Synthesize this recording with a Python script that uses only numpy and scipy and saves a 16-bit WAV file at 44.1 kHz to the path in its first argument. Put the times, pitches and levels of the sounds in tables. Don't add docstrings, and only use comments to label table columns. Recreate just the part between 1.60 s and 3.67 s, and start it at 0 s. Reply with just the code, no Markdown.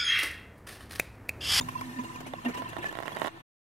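import sys
import numpy as np
from scipy import signal
from scipy.io import wavfile
from scipy.ndimage import uniform_filter1d

SR = 44100
rng = np.random.default_rng(int(sys.argv[2]) if len(sys.argv) > 2 else 0)


def generate_wav(signal):
    frames = np.transpose(np.atleast_2d(signal))
    scaled = np.clip(frames, -1, 1) * 32767
    pcm = np.round(scaled).astype(np.int16)
    wavfile.write(sys.argv[1], SR, pcm)


N = 91110

# (frequency [Hz], left-right likeness [0-1])
LIKENESS = [(60, 0.57), (150, 1), (700, 0.21), (15000, 0.067)]
# (frequency [Hz], left minus right [dB])
LEAN = [(60, 2), (1300, 0.5), (15000, 3)]
LEFT_LAG_S = -0.00033

# (time [s], level [dB])
RUMBLE = [(0, -41.5), (.4, -54), (.7, -51), (1.2, -48.5), (1.68, -53.5), (1.71, -58)]
# (frequency [Hz], relative density [dB])
RUMBLE_SHAPE = [(25, -40.5), (58, -1), (90, -27), (107, 4), (135, -4.5), (165, -1.5), (210, -17.5)]
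# (frequency [Hz], relative density [dB])
HUSH_SHAPE = [(430, -30.5), (650, 8.5), (1000, 3.5), (2400, -.5), (4400, -7), (4800, -24), (15900, -54.5)]
HUSH_DB, RUMBLE_PATCHY_DB, HUSH_PATCHY_DB = -55, 2.0, 2.0
# (frequency [Hz], width [Hz], left minus right [dB], likeness [0-1])
HUM = (330, 18, 0, .8)
HUM_DB = -54.5

# (time [s], peak level before CREAK_DB [dB])
CREAKS = [(0.736, -26.5), (0.977, -33), (1.021, -26.5), (1.132, -30.5), (1.167, -23.5), (1.243, -23.5),
          (1.314, -34), (1.327, -30.5), (1.353, -27), (1.372, -28.5), (1.388, -22), (1.403, -27.5),
          (1.426, -27.5), (1.433, -28.5), (1.457, -29.5), (1.463, -35.5), (1.473, -30.5), (1.48, -20.5),
          (1.493, -34), (1.519, -34), (1.528, -42), (1.55, -42), (1.564, -30), (1.569, -21.5),
          (1.588, -36.5), (1.598, -33), (1.616, -32), (1.618, -15.5), (1.631, -26.5), (1.643, -31),
          (1.647, -19), (1.66, -23), (1.668, -32.5), (1.673, -21), (1.68, -26)]
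# (frequency [Hz], relative level [dB], 60 dB decay time [s])
SNAP_MODES = [(865, -1, 0.015), (1785, 6, 0.0038), (3416, 0.5, 0.0086)]
# (frequency [Hz], relative level [dB], 60 dB decay time [s])
SHELL_MODES = [(370, -9, .02), (667, -8, 0.065), (1080, -8.5, 0.052), (1366, -13.5, 0.042),
               (1880, -15.5, 0.037), (2960, -5, 0.016)]
# (time [s], tick level [dB])
TICK = [(.7, -48.5), (1.16, -45), (1.48, -43.5), (1.5, -49.5), (1.6, -38), (1.68, -40)]
CREAK_DB, CREAK_LEFT_DB = 9, -20
TICK_LOW_HZ, TICK_HIGH_HZ, TICK_T60_S = 4500, 13000, .007
AFTERSLIP_S = .0045
SLIP_S, JUDDER, JUDDER_S = .0001, .16, .004
COLOUR_SPREAD_DB = 50

# (time [s], level [dB])
BOOM = [(0, -41.5), (.16, -51.5), (.29, -40.5), (.35, -50), (.396, -32), (.435, -45.5), (.48, -54),
        (.62, -49.5), (.7, -45), (.83, -59), (.865, -27.5), (.89, -30), (.926, -55), (1.014, -42.5),
        (1.08, -64.5)]
BOOM_HZ, BOOM_WAVER_HZ = 247.9, 7.6
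BOOM_LEAN_DB, BOOM_LEAD_RAD = -3, 0.25

# (frequency [Hz], width [Hz], left minus right [dB], left-right likeness [0-1])
PIPE = [(992, 33, -10.5, 0.1), (1803, 34, 1.5, 0.7), (2782, 40, -5.5, 0.4)]
# (time [s], body level [dB], treble level [dB])
TRICKLE = [(0, -52, -55.5), (.55, -52.5, -58), (.71, -55.5, -63.5), (.82, -54, -62), (.95, -47.5, -60.5),
           (1.35, -51.5, -62), (1.68, -45, -55), (1.7, -59, -67.5)]
TRICKLE_MODES_DB = [-0.5, -2, -11]
DROPS_PER_S, DROP_SPREAD_DB = 1200, 3.5

# (time [s], pitch [Hz], peak level [dB], length [s])
SHORT_TONES = [(.009, 982, -30.5, 0.0084), (.01, 6840, -35.5, 0.0085), (.012, 3650, -43.5, 0.015),
               (.085, 1046, -26, 0.0089), (.151, 1020, -26, 0.017), (.158, 2720, -48, 0.037),
               (.178, 984, -43, .025), (.213, 1053, -30, 0.012), (.385, 998, -31, 0.023),
               (.385, 1740, -45, 0.022), (.44, 2830, -45, 0.016), (.445, 1009, -37, 0.021),
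               (.495, 1008, -36, 0.016), (.553, 1021, -37, 0.02), (.555, 2480, -44.5, 0.012),
               (.566, 3140, -67, 0.0075), (0.737, 665, -25, 0.0045), (.782, 1050, -35, 0.01),
               (.849, 695, -32.5, 0.021), (.853, 2776, -32.5, 0.012), (.857, 1826, -29.5, 0.019),
               (.888, 480, -38, 0.014), (.94, 997, -35, 0.037), (.985, 1000, -32.5, 0.037),
               (1.052, 1018, -34, 0.019), (1.183, 346, -36, 0.019), (1.225, 1741, -32, 0.016),
               (1.25, 1736, -26, 0.019), (1.287, 1730, -31, 0.013)]
TONE_RISE, TONE_LEAN_DB = 0.42, -3.5
BUBBLES_PER_S, BUBBLE_LOW_HZ, BUBBLE_HIGH_HZ = 300, 900, 4500
BUBBLE_S = .014
BUBBLE_DB, BUBBLE_TILT_DB = -4, -2

# (time [s], splash level before SPLASH_DB [dB], spray level before SPRAY_DB [dB], length [s])
GULPS = [(.009, -12, -36.5, 0.0058), (.086, -19.5, -45, 0.012), (0.209, -13, -38.5, 0.0078),
         (0.385, -19.5, -57, 0.022), (0.434, -20, -53, 0.019), (0.559, -25, -46, 0.0048),
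         (0.602, -21, -45, 0.015), (0.663, -18, -46, 0.023), (0.846, -12, -47.5, .028),
         (0.879, -20, -46.5, 0.032), (0.941, -17, -43, 0.018), (0.967, -20.5, -43, 0.035),
         (1.088, -29, -46, 0.018), (1.182, -18.5, -51, .015), (1.22, -20.5, -50.5, 0.045),
         (1.255, -23, -45.5, 0.022), (1.283, -24, -49, 0.016)]
# (frequency [Hz], relative density [dB])
SPLASH_SHAPE = [(71, -50.5), (120, 17), (1000, 11.5), (1350, 6.5), (2850, 4.5), (3800, -6), (5000, -19.5)]
# (frequency [Hz], relative density [dB])
SPRAY_SHAPE = [(2350, -41.5), (4000, -5.5), (5880, -3), (12100, -8), (15100, -13.5), (15800, -17)]
SPLASH_DB, SPRAY_DB = -22, -8
GULP_RISE = .2

CUT_S, OFFSET, EDGE_HZ = 1.822, -.00055, 15950


def amp(db):
    return 10 ** (np.asarray(db) / 20)


def evened(x):
    return x / np.sqrt(np.mean(x ** 2) + 1e-20)


def read(points, hz):
    f, value = np.transpose(points)
    return np.interp(np.log(hz + 1), np.log(f + 1), value)


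def curve(table, column=1):
    rows = np.array(table)
    return amp(np.interp(np.arange(N) / SR, rows[:, 0], rows[:, column]))


def add(mix, s, sound):
    part = mix[..., round(s * SR):][..., :sound.shape[-1]]
    part += sound[..., :part.shape[-1]]


def swell(u, rise):
    return np.clip(u / rise, 0, 1) * np.exp(-np.maximum(u - rise, 0) ** 2 * 2)


def noise(shape, patchy_db, size=512):
    frames, hz = N * 4 // size + 5, np.fft.rfftfreq(size, 1 / SR)
    a, b, c, d, patches = rng.standard_normal((frames, len(hz), 5)).T
    patches = uniform_filter1d(patches, size=12, axis=0)
    patches = evened(uniform_filter1d(patches, size=10, axis=1))
    same = np.clip(read(LIKENESS, hz), -1, 1)[:, None]
    lean = amp(read(LEAN, hz) / 2)[:, None]
    lag = np.exp(-2j * np.pi * hz * LEFT_LAG_S)[:, None]
    left = a + 1j * b
    right = same * left + np.sqrt(1 - same ** 2) * (c + 1j * d)
    spectra = np.array([left * lean * lag, right / lean])
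    inside = ((hz >= shape[0][0]) & (hz <= shape[-1][0]))[:, None]
    spectra *= inside * amp(read(shape, hz)[:, None] + patchy_db * patches)
    return evened(signal.istft(spectra, nperseg=size, noverlap=size * 3 // 4)[1][:, :N])


def ring(drive, hz, width, lean_db, same):
    same = np.clip(same, 0, 1)
    pole = np.exp((-np.pi * width + 2j * np.pi * hz) / SR)
    a, b = signal.lfilter([1], [1, -pole], drive, axis=1)
    left = (same * a + np.sqrt(1 - same ** 2) * b) * np.exp(-2j * np.pi * hz * LEFT_LAG_S)
    return evened(np.array([left.real * amp(lean_db / 2), a.real / amp(lean_db / 2)]))


def room():
    rumble = noise(RUMBLE_SHAPE, RUMBLE_PATCHY_DB, size=4096) * curve(RUMBLE)
    return rumble + amp(HUSH_DB) * noise(HUSH_SHAPE, HUSH_PATCHY_DB, size=2048)


def room_hum():
    return amp(HUM_DB) * ring(rng.standard_normal((2, N)), *HUM)


def struck(modes, detune):
    t = np.arange(3000) / SR
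    total = 0
    for (hz, db, t60), pitch, colour in zip(modes, detune, detune[::-1]):
        decay = amp(db + COLOUR_SPREAD_DB * (colour - 1) - 60 * t / t60)
        total = total - decay * np.sin(2 * np.pi * hz * pitch * t)
    return total


def creaks():
    out, t = np.zeros(N), np.arange(600) / SR
    detune = rng.uniform(.92, 1.08, (len(CREAKS), 2, 6))
    chance = rng.standard_normal((len(CREAKS), 2, len(t)))
    band = signal.butter(2, (TICK_LOW_HZ, TICK_HIGH_HZ), "band", fs=SR)
    gaps = np.diff([0] + [s for s, db in CREAKS])
    for (s, db), gap, (snap_tune, shell_tune), (shake, fizz) in zip(CREAKS, gaps, detune, chance):
        push = np.exp(-(t / SLIP_S - 2) ** 2) + JUDDER * shake * np.exp(-t / JUDDER_S)
        modes = struck(SNAP_MODES, snap_tune) + struck(SHELL_MODES, 0.762 + shell_tune / 4)
        slip = signal.fftconvolve(modes, push)
        add(out, s, amp(db + CREAK_DB) * slip / abs(slip).max())
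        tick_db = np.interp(s, *np.transpose(TICK)) - 60 * t / TICK_T60_S
        tick = 2 * amp(tick_db) * signal.lfilter(*band, fizz)
        add(out, s, (gap > AFTERSLIP_S) * tick)
    out = signal.lfilter(*signal.butter(2, 260.0, "high", fs=SR), out)
    return np.array([amp(CREAK_LEFT_DB) * out, out])


def boom():
    waver = uniform_filter1d(rng.standard_normal(N), size=900)
    waver = evened(uniform_filter1d(waver, size=900))
    phase = 2 * np.pi * np.cumsum(BOOM_HZ + BOOM_WAVER_HZ * waver) / SR
    left = np.sin(phase + BOOM_LEAD_RAD) * amp(BOOM_LEAN_DB / 2)
    right = np.sin(phase) / amp(BOOM_LEAN_DB / 2)
    fade_out = (BOOM[-1][0] + 0.11, -90)
    return np.sqrt(2) * np.array([left, right]) * curve(list(BOOM) + [fade_out])


def trickle(splash, spray):
    body = curve(TRICKLE, column=1)
    out = splash * body + spray * curve(TRICKLE, column=2)
    for mode, db in zip(PIPE, TRICKLE_MODES_DB):
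        size = amp(DROP_SPREAD_DB * np.minimum(rng.exponential(1, (2, N)), 5))
        falls = rng.random((2, N)) < DROPS_PER_S / SR
        drops = size * rng.standard_normal((2, N)) * falls
        out += amp(db) * ring(drops, *mode) * body
    return out


def short_tone(hz, db, length, lean_db, glide, phase):
    t = np.arange(0, 2 * length, 1 / SR) - np.array([[LEFT_LAG_S], [0]])
    tone = np.sin(2 * np.pi * (hz * t * (1 + glide * t / length) + phase))
    return amp(db + np.array([[lean_db], [-lean_db]]) / 2) * swell(t / length, TONE_RISE) * tone


def plinks_and_knock():
    out = np.zeros((2, N))
    for (s, hz, db, length), phase in zip(SHORT_TONES, rng.random(len(SHORT_TONES))):
        add(out, s, short_tone(hz, db, length, TONE_LEAN_DB, 0, phase))
    return out


def bubbles():
    out = np.zeros((2, N))
    for when, pitch, size, place, glide, phase in rng.random((2 * BUBBLES_PER_S, 6)):
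        hz = BUBBLE_LOW_HZ * (BUBBLE_HIGH_HZ / BUBBLE_LOW_HZ) ** pitch
        db = BUBBLE_TILT_DB * np.log2(hz / 1000) - DROP_SPREAD_DB * np.log(size + .01)
        length = BUBBLE_S * np.sqrt(1000 / hz)
        add(out, 2 * when, short_tone(hz, db, length, 12 * place - 8, .04 * glide, phase))
    return amp(BUBBLE_DB) * out * curve(TRICKLE, column=1)


def gulps(splash, spray):
    body, top, t = np.zeros(N), np.zeros(N), np.arange(0, .15, 1 / SR)
    for s, splash_db, spray_db, length in GULPS:
        burst = swell(t / max(length, .004), GULP_RISE)
        add(body, s, amp(splash_db + SPLASH_DB) * burst)
        add(top, s, amp(spray_db + SPRAY_DB) * burst)
    return splash * body + spray * top


def scene():
    splash, spray = noise(SPLASH_SHAPE, patchy_db=2.5), noise(SPRAY_SHAPE, patchy_db=2.5)
    background = room() + room_hum()
    water = boom() + trickle(splash, spray) + bubbles() + gulps(splash, spray)
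    return background + creaks() + plinks_and_knock() + water


def record(dry):
    t = np.arange(N) / SR
    thin = signal.lfilter(*signal.butter(2, 55.0, "high", fs=SR), dry)
    fade = np.sin(np.pi / 2 * np.clip((CUT_S - t) / .016, 0, 1)) ** 2
    cut = (thin + OFFSET) * fade
    low_pass = signal.firwin(511, EDGE_HZ, window=("kaiser", 9), fs=SR)
    return signal.oaconvolve(cut, low_pass[None], "same")


dry = scene()
out = record(dry)
generate_wav(out)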